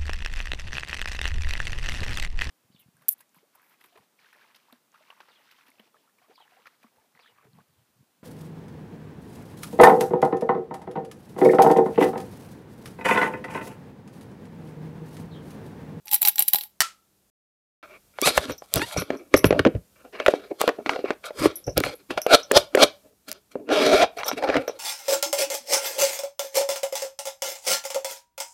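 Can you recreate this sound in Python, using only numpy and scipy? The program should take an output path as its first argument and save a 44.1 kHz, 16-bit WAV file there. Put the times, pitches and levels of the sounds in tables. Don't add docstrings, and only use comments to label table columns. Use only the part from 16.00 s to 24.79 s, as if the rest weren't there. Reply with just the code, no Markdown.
import sys
import numpy as np
from scipy import signal
from scipy.fft import rfft, irfft
from scipy.io import wavfile

SR = 44100
rng = np.random.default_rng(int(sys.argv[2]) if len(sys.argv) > 2 else 0)


def int16_out(signal):
    q = np.round(np.clip(np.atleast_2d(signal).T, -1, 1) * 32767)
    wavfile.write(sys.argv[1], SR, q.astype(np.int16))


def volts_from_decibels(level):
    exponent = np.asarray(level, float) / 20
    return 10 ** exponent


N = 387638
T = np.arange(N) / SR

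# frequency in Hz, relative density in dB per Hz.
AIR = [(26, -29), (45, -0.5), (129, -3), (197, -8.5), (382, -6), (656, -11), (779, -12), (2030, -18.5),
       (14500, -15.5), (16000, -35)]
# frequency in Hz, level in dB where the background stands at -67 dB.
HUM = [(199, -74.5), (9372, -88)]
# start in seconds, background level in dB, peak ceiling in dB.
STRETCHES = [(0, -68, -4.5), (1.828, -63, -.5), (3.3, -63, -2.3), (7.1, -67, -8.6), (8.12, -64, -6)]
GAP_S = (1.3, 1.828)
ROOM_T60_S, ROOM_DB = 0.22, -24
TOP_HZ = 15900

# time in seconds, then relative dB of top ring, shoulder ring, low click.
BEADS = [(0.0572, -37, -44, -62), (0.0713, -43, -42.5, -39), (0.081, -57.5, -36.5, -31),
         (0.0908, -44, -37.5, -35), (0.1134, -21, -22, -26), (0.116, -23.5, -27, -34.5),
         (0.1322, -11.5, -11.5, -20.5), (0.1347, -20.5, -17.5, -31), (0.1434, -5, -6, -18.5),
         (0.1523, -19.5, -11, -29.5), (0.1609, -35.5, -27.5, -24.5), (0.214, -20, -28, -38),
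         (0.218, -11, -7.5, -24), (0.228, -11, -19.5, -18), (0.2508, -13, -10, -11.5),
         (0.2579, -16.5, -15.5, -25), (0.2737, -9, -14.5, -13), (0.2824, -13.5, -14, -26),
         (0.2838, -2.5, -7, -23.5), (0.2923, -16.5, -19, -20), (0.3572, -19.5, -27, -29.5),
         (0.382, -22, -26, -18), (0.3926, -4, -4.5, -19), (0.4043, -24.5, -18, -18),
         (0.423, -15.5, -8, -21.5), (0.4805, -9.5, -12.5, -33), (0.4831, -16.5, -11, -24),
         (0.5336, -4, -9, -15), (0.5571, -12.5, -14, -19.5), (0.5852, -21.5, -21.5, -25),
         (0.61, -26, -29.5, -28), (0.636, -36, -27, -36.5)]
# frequency in Hz, relative dB, t60 in seconds.
VIAL = [(836, -14, .1), (4005, -8, .028), (4500, -12, .008), (5780, -14, .015), (7640, -10, .03),
        (8700, -14, .015), (10600, -5, .008), (11280, -2, .015), (11490, -2, .02), (12650, -8, .025),
        (14080, -3, .02), (14440, -1, .04)]
# time, rise and hold in seconds, then relative dB
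SHAKES = [(0.058, .015, .04, -47.5, -57), (0.13, 0.045, 0.0045, -15, -32.5), (0.227, 0.03, .005, -23, -38),
          (0.263, .06, 0.022, -18, -36.5), (0.401, 0.064, .005, -18, -36), (0.486, 0.038, .002, -24, -63.5),
          (0.546, 0.037, .002, -18.5, -29.5), (0.596, .1, .04, -33, -52.5)]
ROLL_T60_S, NECK_T60_S = .16, 0.11
LOWER_DB = -9.5
# time in seconds, relative dB.
SET_DOWN = [(0.8047, -2.5), (0.8114, -13), (0.8184, -11)]
# frequency in Hz, relative dB, t60 in seconds.
TABLE_MODES = [(1260, -14, 0.08), (1340, -9.5, 0.07), (1895, 5.5, 0.023), (2170, -5, 0.036),
               (3000, -2.5, 0.037), (4000, -9.5, .03), (4506, -1.5, 0.051), (5286, -7, 0.085),
               (11800, -8.5, .02)]

# frequency in Hz, relative dB, t60 in seconds.
FLEX = [(65, -2.5, 0.078), (113, -0.5, 0.074), (175, 1.5, 0.14)]
BODY = [(217, -16.5, 0.13), (280, 1, 0.045), (352, -3, 0.03), (420, -3, 0.036), (510, -2, 0.033),
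        (600, 1.5, 0.03), (695, 1.5, 0.02), (828, -5.5, 0.036), (1046, 0.5, 0.02)]
SKIN = [(1080, -1, .012), (1380, -1, .018), (1700, -3, .011), (2300, -1, .013), (2750, -2, .01)]
RIM = [(3300, 3.5, 0.0058), (3850, -7, 0.025), (4234, -4.5, 0.016), (4950, -4.5, 0.011),
       (5660, -4.5, 0.0052), (6550, -11, 0.0013)]
PULL = [(5450, -3, 0.035), (5860, 1.5, 0.045), (10240, -2.5, 0.03), (11530, 3.5, 0.03),
        (11800, -14.5, .025), (13950, 0, 0.041)]

# start of hold and hold length in seconds, relative dB.
BRUSHES = [(1.824, .15, -53), (2.14, 0.037, -55.5), (3.96, 0.063, -55.5), (4.047, 0.027, -55),
           (4.128, 0.1, -41.5), (4.47, 0.075, -61), (5.048, 0.067, -35), (5.24, 0.01, -38.5),
           (5.28, 0.027, -46), (7.547, 0.032, -57.5), (8.186, 0.022, -29), (8.475, 0.097, -27.5)]
BRUSH_FAMILY_DB = (-4, -0.1, -14.5, -33)
BRUSH_RISE_S, BRUSH_T60_S = 0.011, 0.063
# peak and rise in seconds, relative body dB, dB step from each mode
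# family to the next brighter, fade t60 in seconds before the family's share.
STROKES = [(2.223, 0.042, -27, -1.5, 0.63), (2.266, 0.091, -24, 0.5, 0.43), (2.382, 0.09, -27, .1, 0.34),
           (2.5, 0.16, -28.5, -5, 0.21), (2.763, 0.07, -23.5, -2, 0.44), (2.826, 0.13, -34.5, 1.5, 0.29),
           (2.93, 0.45, -41, 0.5, 0.33), (2.977, 0.066, -28, -2.8, 0.38), (3.114, 0.12, -33.5, -12.5, 0.76),
           (3.346, 0.039, -23.5, -4.5, 0.14), (3.374, 0.079, -38, -16, 0.078),
           (3.454, .045, -16, -10, 0.15), (3.52, 0.057, -23, -14, 0.28), (3.603, 0.099, -23.5, -11, 0.15),
           (3.664, 0.015, -7.5, -24, 0.11), (3.762, .08, -34.5, -16, 0.15),
           (4.053, 0.026, -35.5, -23, 0.14), (4.202, 0.014, -36.5, -11, 0.22),
           (4.272, 0.048, -28, -5.5, 0.75), (4.515, 0.022, -18, -25.5, 0.087),
           (4.609, 0.031, -27.5, -2, 0.42), (4.684, 0.023, -11, -16, 0.098),
           (4.793, 0.035, -28.5, -22, 0.14), (4.867, 0.017, -22, -10, 0.18), (4.902, 0.093, -25, -7.5, 0.6),
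           (5.045, 0.014, -24.5, -20, 0.14), (5.116, 0.047, -25.5, -23, 0.071),
           (5.261, 0.047, -42, .5, 0.19), (5.394, 0.052, -29.5, -1.9, 0.57),
           (5.422, 0.031, -21, -8.5, 0.33), (5.461, 0.11, -18.5, -3.5, 0.17),
           (5.68, 0.024, -18.5, -21, 0.13), (5.773, 0.017, -13, -8, 0.14), (5.852, .1, -28, -2.5, 0.23),
           (5.921, 0.22, -39, -5.5, 0.4), (6.108, 0.024, -27.5, -7.5, 0.37),
           (6.181, 0.022, -16.5, -8, 0.094), (7.05, 0.039, -45.5, -15.5, 0.28),
           (7.285, 0.017, -30.5, -1, 0.23), (7.32, 0.062, -28.5, -2.5, 0.045),
           (7.518, 0.018, -58, -1, 0.22), (7.566, 0.034, -25.5, -31, 0.39), (8.172, .02, -26, -6.5, 0.14),
           (8.195, 0.02, -39, -3.5, 0.16), (8.285, 0.078, -29.5, -2.5, 0.2),
           (8.266, 0.028, -23.5, -1.5, 0.079), (8.33, 0.092, -27, -6, 0.15), (8.38, 0.083, -27.5, -7, 0.21),
           (8.44, .12, -22, -10, 0.41), (8.495, 0.17, -23, -20, 0.33), (8.565, 0.21, -21, -12.5, 0.35),
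           (8.62, 0.077, -31, -7, 0.07), (8.687, 0.097, -30.5, -6.5, 0.22), (8.765, 0.081, -40, -6.5, 0.28)]
FAMILY_DB = (0.069, 0.049, 0.19, -0.18)
FAMILY_FADE = (0.8, 0.71, 0.78, 0.44)
# start and end in seconds, slips per second, share of the drive's power from 0 to 1.
SLIPS = [(6.288, 6.36, 670, 0.5), (6.528, 6.585, 330, .7), (6.782, 6.842, 300, 0.5),
         (7.684, 8.062, 295, 0.6), (8.405, 8.629, 280, 0.5)]
# grip and slip time in seconds,
# relative dB of stretch and slip, cavity pitch in Hz.
EARS = [(6.31, 6.346, -11.5, -9.5, 532.5), (6.534, 6.569, -22.5, -7, 688), (6.775, 6.831, -16, -8.5, 524)]
GRIP_RISE_S, STRETCH_STEP_DB = 0.065, -8
SLIP_RISE_S, SLIP_HOLD_S, SLIP_T60_S = 0.038, 0.0065, 0.013
SLIP_FAMILY_DB = (1, -5, 3.5, -18)
WOBBLE_DB, WOBBLE_STEP_DB, WOBBLE_T60_S = -10, -2, 0.11
# time in seconds, relative body dB, dB step from family to family, cavity pitch in Hz.
ZIP = [(7.652, -61.5, -18.5, 295), (7.702, -13.5, -13, 397), (7.732, -16, -7, 450),
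       (7.962, -17.5, -4.5, 491.4), (7.99, -25.5, -3.5, 510), (8.031, -7, -7.5, 698),
       (8.045, -14, -10, 639), (8.059, -40.5, -4.5, 629), (8.16, -46, -21, 600)]
ZIP_FAMILY_DB = (1.45, 1.2, 4.5, -5)
# time in seconds, relative dB of body thud and slap, cavity pitch in Hz.
TAPS = [(2.1865, -24, -23.5, 575), (2.2218, -10, -39.5, 385), (2.2725, -5, -3.5, 557),
        (2.3038, -16, -22, 420), (2.3766, -6.5, -2, 544), (2.4966, -18, -25.5, 369.5),
        (2.621, -28, -41, 906), (2.7713, -15, -19.5, 440), (2.7942, -14.5, -21, 332),
        (2.8178, -13.5, -12, 300.6), (2.9119, -48, -29.5, 934), (2.9643, -13, -31, 510),
        (2.9782, -25, -43.5, 287.7), (3.0196, -15, -21, 366.5), (3.1035, -11, -17.5, 396.4),
        (3.3402, 9.5, 1, 420), (3.346, -21, -27.5, 357.3), (3.3713, -19, -23.5, 470),
        (3.4432, 3.5, -2.5, 364), (3.507, -1.5, -11, 448), (3.5266, -4.5, -16.5, 542),
        (3.5929, -1, -3.5, 356), (3.6508, -1.5, -10.5, 420), (3.663, -4, -16, 420), (3.6702, -10, -16, 352),
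        (3.75, -18, -36, 399), (4.0498, -31.5, -48, 484), (4.2, -12.5, -14, 478), (4.2623, -4.5, -4.5, 643),
        (4.2813, 7, -6.5, 510), (4.3377, -7, -21, 491), (4.5137, -23.5, -53, 514), (4.6075, -12, -14, 600),
        (4.6145, -11, -10.5, 600), (4.639, -11.5, -45, 483), (4.6776, -5.5, -8, 420),
        (4.6906, -19, -10.5, 465), (4.7868, -16.5, -43, 525), (4.8612, -15, -17, 333),
        (4.8935, -24, -7, 519), (4.9338, -24, -23, 375), (4.9598, -14, -23, 559), (4.9906, -19, -31, 448),
        (5.041, -9, -38, 388), (5.057, -22, -29, 420), (5.1053, -8.5, -13.5, 457),
        (5.2406, -52, -30.5, 635), (5.3062, -20.5, -39, 585), (5.4171, -12, -27, 298),
        (5.4571, 2, -9.5, 373.5), (5.6781, -23.5, -38, 482), (5.777, -4.5, -26.5, 462),
        (5.8046, -8.5, -21.5, 342), (5.8373, -19.5, -10.5, 508), (5.8632, -14, -17, 514),
        (6.1049, -18, -19, 280), (6.176, -10.5, -12.5, 702), (6.2646, -6, -15.5, 533), (6.513, -3, -9, 433),
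        (6.5299, -7, -30.5, 466), (6.749, 1, -7.5, 417.3), (6.7736, -0.5, -13, 445),
        (6.839, -5.5, -18, 462.5), (7.5551, -12.5, -43.5, 420), (7.69, -14, -22, 380),
        (8.233, -36, -16.5, 600), (8.3142, -15, -18, 625), (8.333, -24, -45, 233),
        (8.4244, -15.5, -19.5, 601), (8.4363, -33, -20.5, 613), (8.4886, -5.5, -17, 476),
        (8.4996, -10, -14, 544), (8.5425, -24, -13, 600), (8.5554, -8.5, -16, 540),
        (8.567, -28, -10, 483.6), (8.6786, -12, -22.5, 517), (8.6955, -16, -32, 566)]
# time in seconds, relative dB.
TICKS = [(2.216, -12), (2.3731, -16), (2.3781, -11), (2.66, -48), (2.688, -50), (2.739, -3), (2.7581, -11),
         (3.343, -19.5), (3.3664, -29), (3.3772, -21), (3.3928, -27.5), (3.4427, -21.5), (3.4587, -29),
         (3.469, -23), (3.5925, -23), (4.2654, -25.5), (4.284, -19.5), (4.6145, -8), (4.677, -25),
         (4.6908, -28), (5.4245, -27), (5.454, -25), (5.5577, -48), (5.778, -6), (5.8028, -18.5),
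         (5.8362, -27), (5.855, -38), (5.94, -44), (6.2172, -25.5), (6.2673, -26.5), (6.5174, -8),
         (6.7529, -13), (6.835, -10), (7.2868, -28), (7.2927, -29), (7.3157, -17.5), (7.3275, -23),
         (8.2, -36), (8.2831, -26.5), (8.38, -39), (8.568, -33), (8.6808, -51)]
# start and end in seconds, first and last pitch in Hz, relative dB.
SQUEAKS = [(2.223, 2.265, 1090, 1360, -23), (2.25, 2.282, 885, 1230, -29), (2.8, 2.852, 800, 977, -30)]
# time in seconds, relative dB.
PRESSES = [(2.269, -33.5), (2.383, -25.5), (2.499, -30.5), (2.767, -13.5), (2.826, -27), (2.979, -20),
           (3.113, -45), (3.359, -19.5), (3.453, -11.5), (3.52, -14.5), (3.603, -20), (3.662, -26),
           (3.76, -21), (4.274, -54), (4.611, -67), (5.088, -52), (5.41, -24.5), (5.462, -27.5),
           (5.681, -25), (5.774, -20), (5.852, -30.5), (6.107, -44.5), (6.165, -45.5), (6.345, -38),
           (6.522, -43), (6.565, -20), (6.835, -30.5), (7.322, -47), (7.572, -50.5), (7.72, -45.5),
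           (7.989, -40), (8.045, -41), (8.195, -50), (8.345, -43), (8.495, -29.5), (8.565, -26)]
PRESS_RISE_S, PRESS_T60_S = 0.035, .13
# time in seconds, relative dB of low, middle and top ring.
CLINKS = [(2.5102, -73, -50, -42), (2.519, -32, -64, -33), (2.5803, -34.5, -66, -38),
          (2.7765, -23.5, -31, -53), (2.973, -18.5, -34, -55), (2.998, -31, -28, -55),
          (3.018, -55, -64, -45), (3.171, -45, -54, -65), (3.362, -21, -43, -55), (3.3674, -29, -17, -48),
          (3.3853, -32, -51, -52), (3.4522, -27, -19, -69), (5.5562, -37, -22.5, -80),
          (5.641, -39.5, -66, -71), (5.6661, -30.5, -46, -63), (5.695, -33.5, -60, -59),
          (5.72, -47, -62.5, -74.5), (5.953, -70, -41.5, -60), (6.2171, -22.5, -29.5, -59),
          (6.431, -29.5, -60.5, -56), (8.1839, -34.5, -55, -41), (8.2435, -30, -72, -57),
          (8.2646, -36, -53, -29), (8.2807, -14.5, -41, -17), (8.6782, -25.5, -62, -31)]


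def unit(x):
    return x / np.sqrt(np.mean(x ** 2))


def band(x, lo_hz, hi_hz):
    edges = [lo_hz, min(hi_hz, .45 * SR)]
    return signal.sosfilt(signal.butter(2, edges, "band", fs=SR, output="sos"), x)


def train(s, size):
    return np.bincount(np.minimum((np.asarray(s) * SR).astype(int), N - 1), size, N)


def mode(x, hz, t60):
    radius = np.exp(-np.log(1000) / (t60 * SR))
    angle = 2 * np.pi * hz / SR
    return signal.lfilter([0, np.sin(angle)], [1, -2 * radius * np.cos(angle), radius ** 2], x)


def ring(x, modes):
    return sum((-1) ** k * volts_from_decibels(db) * mode(x, hz, t60) for k, (hz, db, t60) in enumerate(modes))


def strike(s, db, modes, scatter_db, push_s, pitch_hz=None, focus_db=30):
    hz, weight_db, t60 = np.transpose(modes)
    chance = rng.standard_normal((len(s), len(modes), 2))
    if pitch_hz is not None:
        weight_db = weight_db - focus_db * np.log2(hz / pitch_hz[:, None]) ** 2
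    size = volts_from_decibels(weight_db + scatter_db * chance[..., 0]) * np.sign(chance[..., 1])
    size = volts_from_decibels(db)[:, None] * size / np.sqrt(np.sum(size ** 2, axis=1, keepdims=True))
    out = sum(mode(train(s, size[:, k]), hz[k], t60[k]) for k in range(len(modes)))
    push = np.hanning(int(push_s * SR) + 3)
    return np.convolve(out, push / push.sum())[:N]


def burst(s, db, decay_s):
    envelope = signal.lfilter([1], [1, -np.exp(-1 / (decay_s * SR))], train(s, volts_from_decibels(db)))
    return envelope * rng.standard_normal(N)


def grit(per_s, spread_db):
    chance = rng.random((3, N))
    hit = chance[0] < per_s / SR
    return unit(hit * np.sign(chance[1] - .5) * volts_from_decibels(-spread_db * np.log(1 - chance[2])))


def curve(s, db):
    return volts_from_decibels(np.interp(T, s, db, left=-np.inf, right=-np.inf))


def wander(per_s):
    knots = rng.standard_normal(size=500)
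    return np.interp(T * per_s, np.arange(len(knots)), knots)


def swell(s, db, rise_s, hold_s, t60):
    coarse = T[::32]
    t = coarse[:, None] - s
    shape_db = np.where(t < 0, 40 * t / np.abs(rise_s), -60 * np.maximum(t - hold_s, 0) / np.abs(t60))
    return np.interp(T, coarse, np.sqrt(np.sum(volts_from_decibels(2 * (db + shape_db)), axis=1)))


def stretch(axis):
    rows = np.array(STRETCHES)
    return rows[np.clip(np.searchsorted(rows[:, 0], T, "right") - 1, 0, None), axis]


def air():
    hz, db = np.transpose(AIR)
    f = np.arange(N // 2 + 1) * SR / N + 1
    colour = volts_from_decibels(np.interp(np.log(f), np.log(hz), db))
    noise = unit(irfft(rfft(rng.standard_normal(N)) * colour, N))
    tones = sum(volts_from_decibels(d + 67) * np.sin(2 * np.pi * h * T) for h, d in HUM)
    return (noise + tones) * volts_from_decibels(stretch(axis=1))


def bead_hits():
    s, top_db, shoulder_db, click_db = np.transpose(BEADS)
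    low = strike(s, click_db - 1.0, VIAL[1:6], 15.0, 0)
    low = low + band(burst(s, click_db + 4, 0.0025), 1900, 5300)
    shoulder = strike(s, shoulder_db - 0.5, VIAL[6:10], 1.2, 0)
    shoulder = shoulder + band(burst(s, shoulder_db + 0.5, 0.0042), 9500, 13000)
    top = strike(s, top_db, VIAL[10:], 3.9, 0)
    top = top + band(burst(s, top_db + 0.5, 0.0015), 13000, 15000)
    return low + shoulder + top


def rolling_beads():
    s, rise_s, hold_s, db, neck_db = np.transpose(SHAKES)
    rolling = swell(s, db, rise_s, hold_s, ROLL_T60_S)
    contacts = grit(2100, 2.1)
    high = unit(ring(contacts, VIAL[6:])) + .7 * unit(band(contacts, 9000, 16000))
    high = 0.43 * unit(high) * rolling
    mid = 0.72 * unit(ring(contacts, VIAL[1:6])) + unit(band(contacts, 2200, 9000))
    mid = 0.54 * unit(mid) * rolling * volts_from_decibels(LOWER_DB)
    neck = unit(ring(contacts, VIAL[:1])) * swell(s, neck_db, rise_s, hold_s, NECK_T60_S)
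    return high + mid + neck


def vial_set_down():
    s, db = np.transpose(SET_DOWN)
    knock = strike(s, db - 4.5, TABLE_MODES, 1.3, 0)
    puff = band(burst(s, db - 1.5, .003), 860, 13000) + band(burst(s, db - 21.5, 0.03), 990, 8000)
    shudder = ring(burst(s, db - 45.5, 0.04), TABLE_MODES[:2])
    return knock + puff + shudder


def friction():
    drive = unit(grit(3000, 2.4) + .8 * rng.standard_normal(N))
    drive = unit(drive * volts_from_decibels(5.2 * wander(45)))
    for t0, t1, per_s, share in SLIPS:
        chance = rng.standard_normal(size=(256, 2))
        s = t0 + np.cumsum((1 + 0.13 * chance[:, 0]) / per_s)
        size = (s < t1) * volts_from_decibels(2.0 * chance[:, 1]) * np.sqrt(SR / per_s)
        mixed = np.sqrt(1 - share) * drive + np.sqrt(share) * 0.82 * train(s, size)
        drive = np.where((T > t0) & (T < t1), mixed, drive)
    return drive


def cavity_hz():
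    points = [(r[0], r[-1]) for r in TAPS + ZIP] + [(r[1], r[-1]) for r in EARS]
    s, hz = np.transpose(sorted(points))
    return np.interp(T, s, hz)


def gripped(x, modes, drift_db, pitch_hz=None, focus_db=30):
    out = 0
    for k, (hz, db, t60) in enumerate(modes):
        if pitch_hz is not None:
            db = db - focus_db * np.log2(hz / pitch_hz) ** 2
        out = out + (-1) ** k * volts_from_decibels(db + drift_db * wander(14)) * mode(x, hz, t60)
    return out


def grip(k):
    s, rise_s, db, step_db, t60 = np.transpose(STROKES)
    strokes = swell(s, db + k * step_db, rise_s, 0, t60 * FAMILY_FADE[k])
    s, length_s, db = np.transpose(BRUSHES)
    brushes = swell(s, db + BRUSH_FAMILY_DB[k], BRUSH_RISE_S, length_s, BRUSH_T60_S)
    s, slip_s, db, slip_db, _ = np.transpose(EARS)
    pull = swell(s, db + k * STRETCH_STEP_DB, GRIP_RISE_S, slip_s - s, SLIP_T60_S)
    slip = swell(slip_s, slip_db + SLIP_FAMILY_DB[k], SLIP_RISE_S, SLIP_HOLD_S, SLIP_T60_S)
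    wobble_db = slip_db + WOBBLE_DB + k * WOBBLE_STEP_DB
    wobble = swell(slip_s, wobble_db, SLIP_RISE_S, SLIP_HOLD_S, WOBBLE_T60_S)
    s, db, step_db, _ = np.transpose(ZIP)
    unzip = curve(s, db + k * step_db + ZIP_FAMILY_DB[k])
    return (strokes + brushes + pull + slip + wobble + unzip) * volts_from_decibels(FAMILY_DB[k])


def rubbing(drive):
    body = band(gripped(drive, BODY, 4.7, cavity_hz(), 14.3), 200, 1100)
    skin = band(gripped(drive, SKIN, 3.5), 800, 3200)
    rim = band(gripped(drive, RIM, 2.4), 2600, 7500)
    hiss = band(band(drive, 6000, 14000), 6000, 12500)
    return 0.79 * sum(unit(part) * grip(k) for k, part in enumerate([body, skin, rim, hiss]))


def taps():
    s, body_db, slap_db, pitch_hz = np.transpose(TAPS)
    thud = band(strike(s, body_db - 0.5, BODY, 3.0, 0.00039, pitch_hz, 25), 260, 4000)
    slap = strike(s, slap_db - 1.0, SKIN + RIM, 1.3, 0.00032)
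    puff = band(band(burst(s, slap_db + 7.5, 0.003), 420, 2145), 730, 7700)
    return thud + slap + puff


def ticks():
    s, db = np.transpose(TICKS)
    return band(burst(s, db + 2.5, 0.00072), 2200, 15000)


def squeaks():
    out = np.zeros(N)
    for t0, t1, from_hz, to_hz, db in SQUEAKS:
        phase = 2 * np.pi * np.cumsum(np.interp(T, [t0, t1], [from_hz, to_hz])) / SR
        shape = np.sin(np.pi * np.clip((T - t0) / (t1 - t0), 0, 1)) ** 0.6
        harmonics_db = (-1.5, -1.0, -2.5, -6.5, -9.5)
        stack = sum(volts_from_decibels(h) * np.sin((k + 1) * phase) for k, h in enumerate(harmonics_db))
        out += volts_from_decibels(db) * shape * stack
    return out


def presses(drive):
    s, db = np.transpose(PRESSES)
    flex = unit(band(ring(drive, FLEX), 49, 130))
    return 0.79 * flex * swell(s, db, PRESS_RISE_S, 0, PRESS_T60_S)


def zip_pull():
    s, low_db, middle_db, top_db = np.transpose(CLINKS)
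    low = strike(s, low_db - 7, PULL[:2], 4.0, 0)
    middle = strike(s, middle_db - 7, PULL[2:5], 4.0, 0)
    top = strike(s, top_db - 4.0, PULL[5:], 7.5, 0)
    low_rattle = band(band(burst(s, low_db + 7.5, 0.013), 5300, 6150), 5300, 6150)
    middle_rattle = band(band(burst(s, middle_db + 2.5, 0.018), 10000, 12400), 10000, 12400)
    return low + middle + top + low_rattle + middle_rattle


def room_tail(near):
    t = T[:SR // 2]
    fade = np.exp(-np.log(1000) * t / ROOM_T60_S) * (t > .004)
    room = band(rng.standard_normal(len(t)), 300, 5700) * fade
    return volts_from_decibels(ROOM_DB) * signal.fftconvolve(near, room / np.sqrt(np.sum(room ** 2)))[:N]


def scene():
    vial = bead_hits() + rolling_beads() + vial_set_down()
    drive = friction()
    purse = rubbing(drive) + taps() + ticks() + squeaks() + presses(drive) + zip_pull()
    near = vial + purse
    mix = near + room_tail(near) + air()
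    mix = mix * ((T < GAP_S[0]) | (T > GAP_S[1]))
    return np.array([mix, mix])


def low_pass(x):
    return signal.sosfilt(signal.butter(12, 16800, fs=SR, output="sos"), x)


def record(dry):
    ceiling = volts_from_decibels(stretch(axis=2))
    flattened = dry / (1 + np.abs(dry / ceiling) ** 6) ** (1 / 6)
    mix = signal.sosfilt(signal.cheby1(8, .5, TOP_HZ, fs=SR, output="sos"), flattened)
    return low_pass(mix)


dry = scene()
out = record(dry)
int16_out(out)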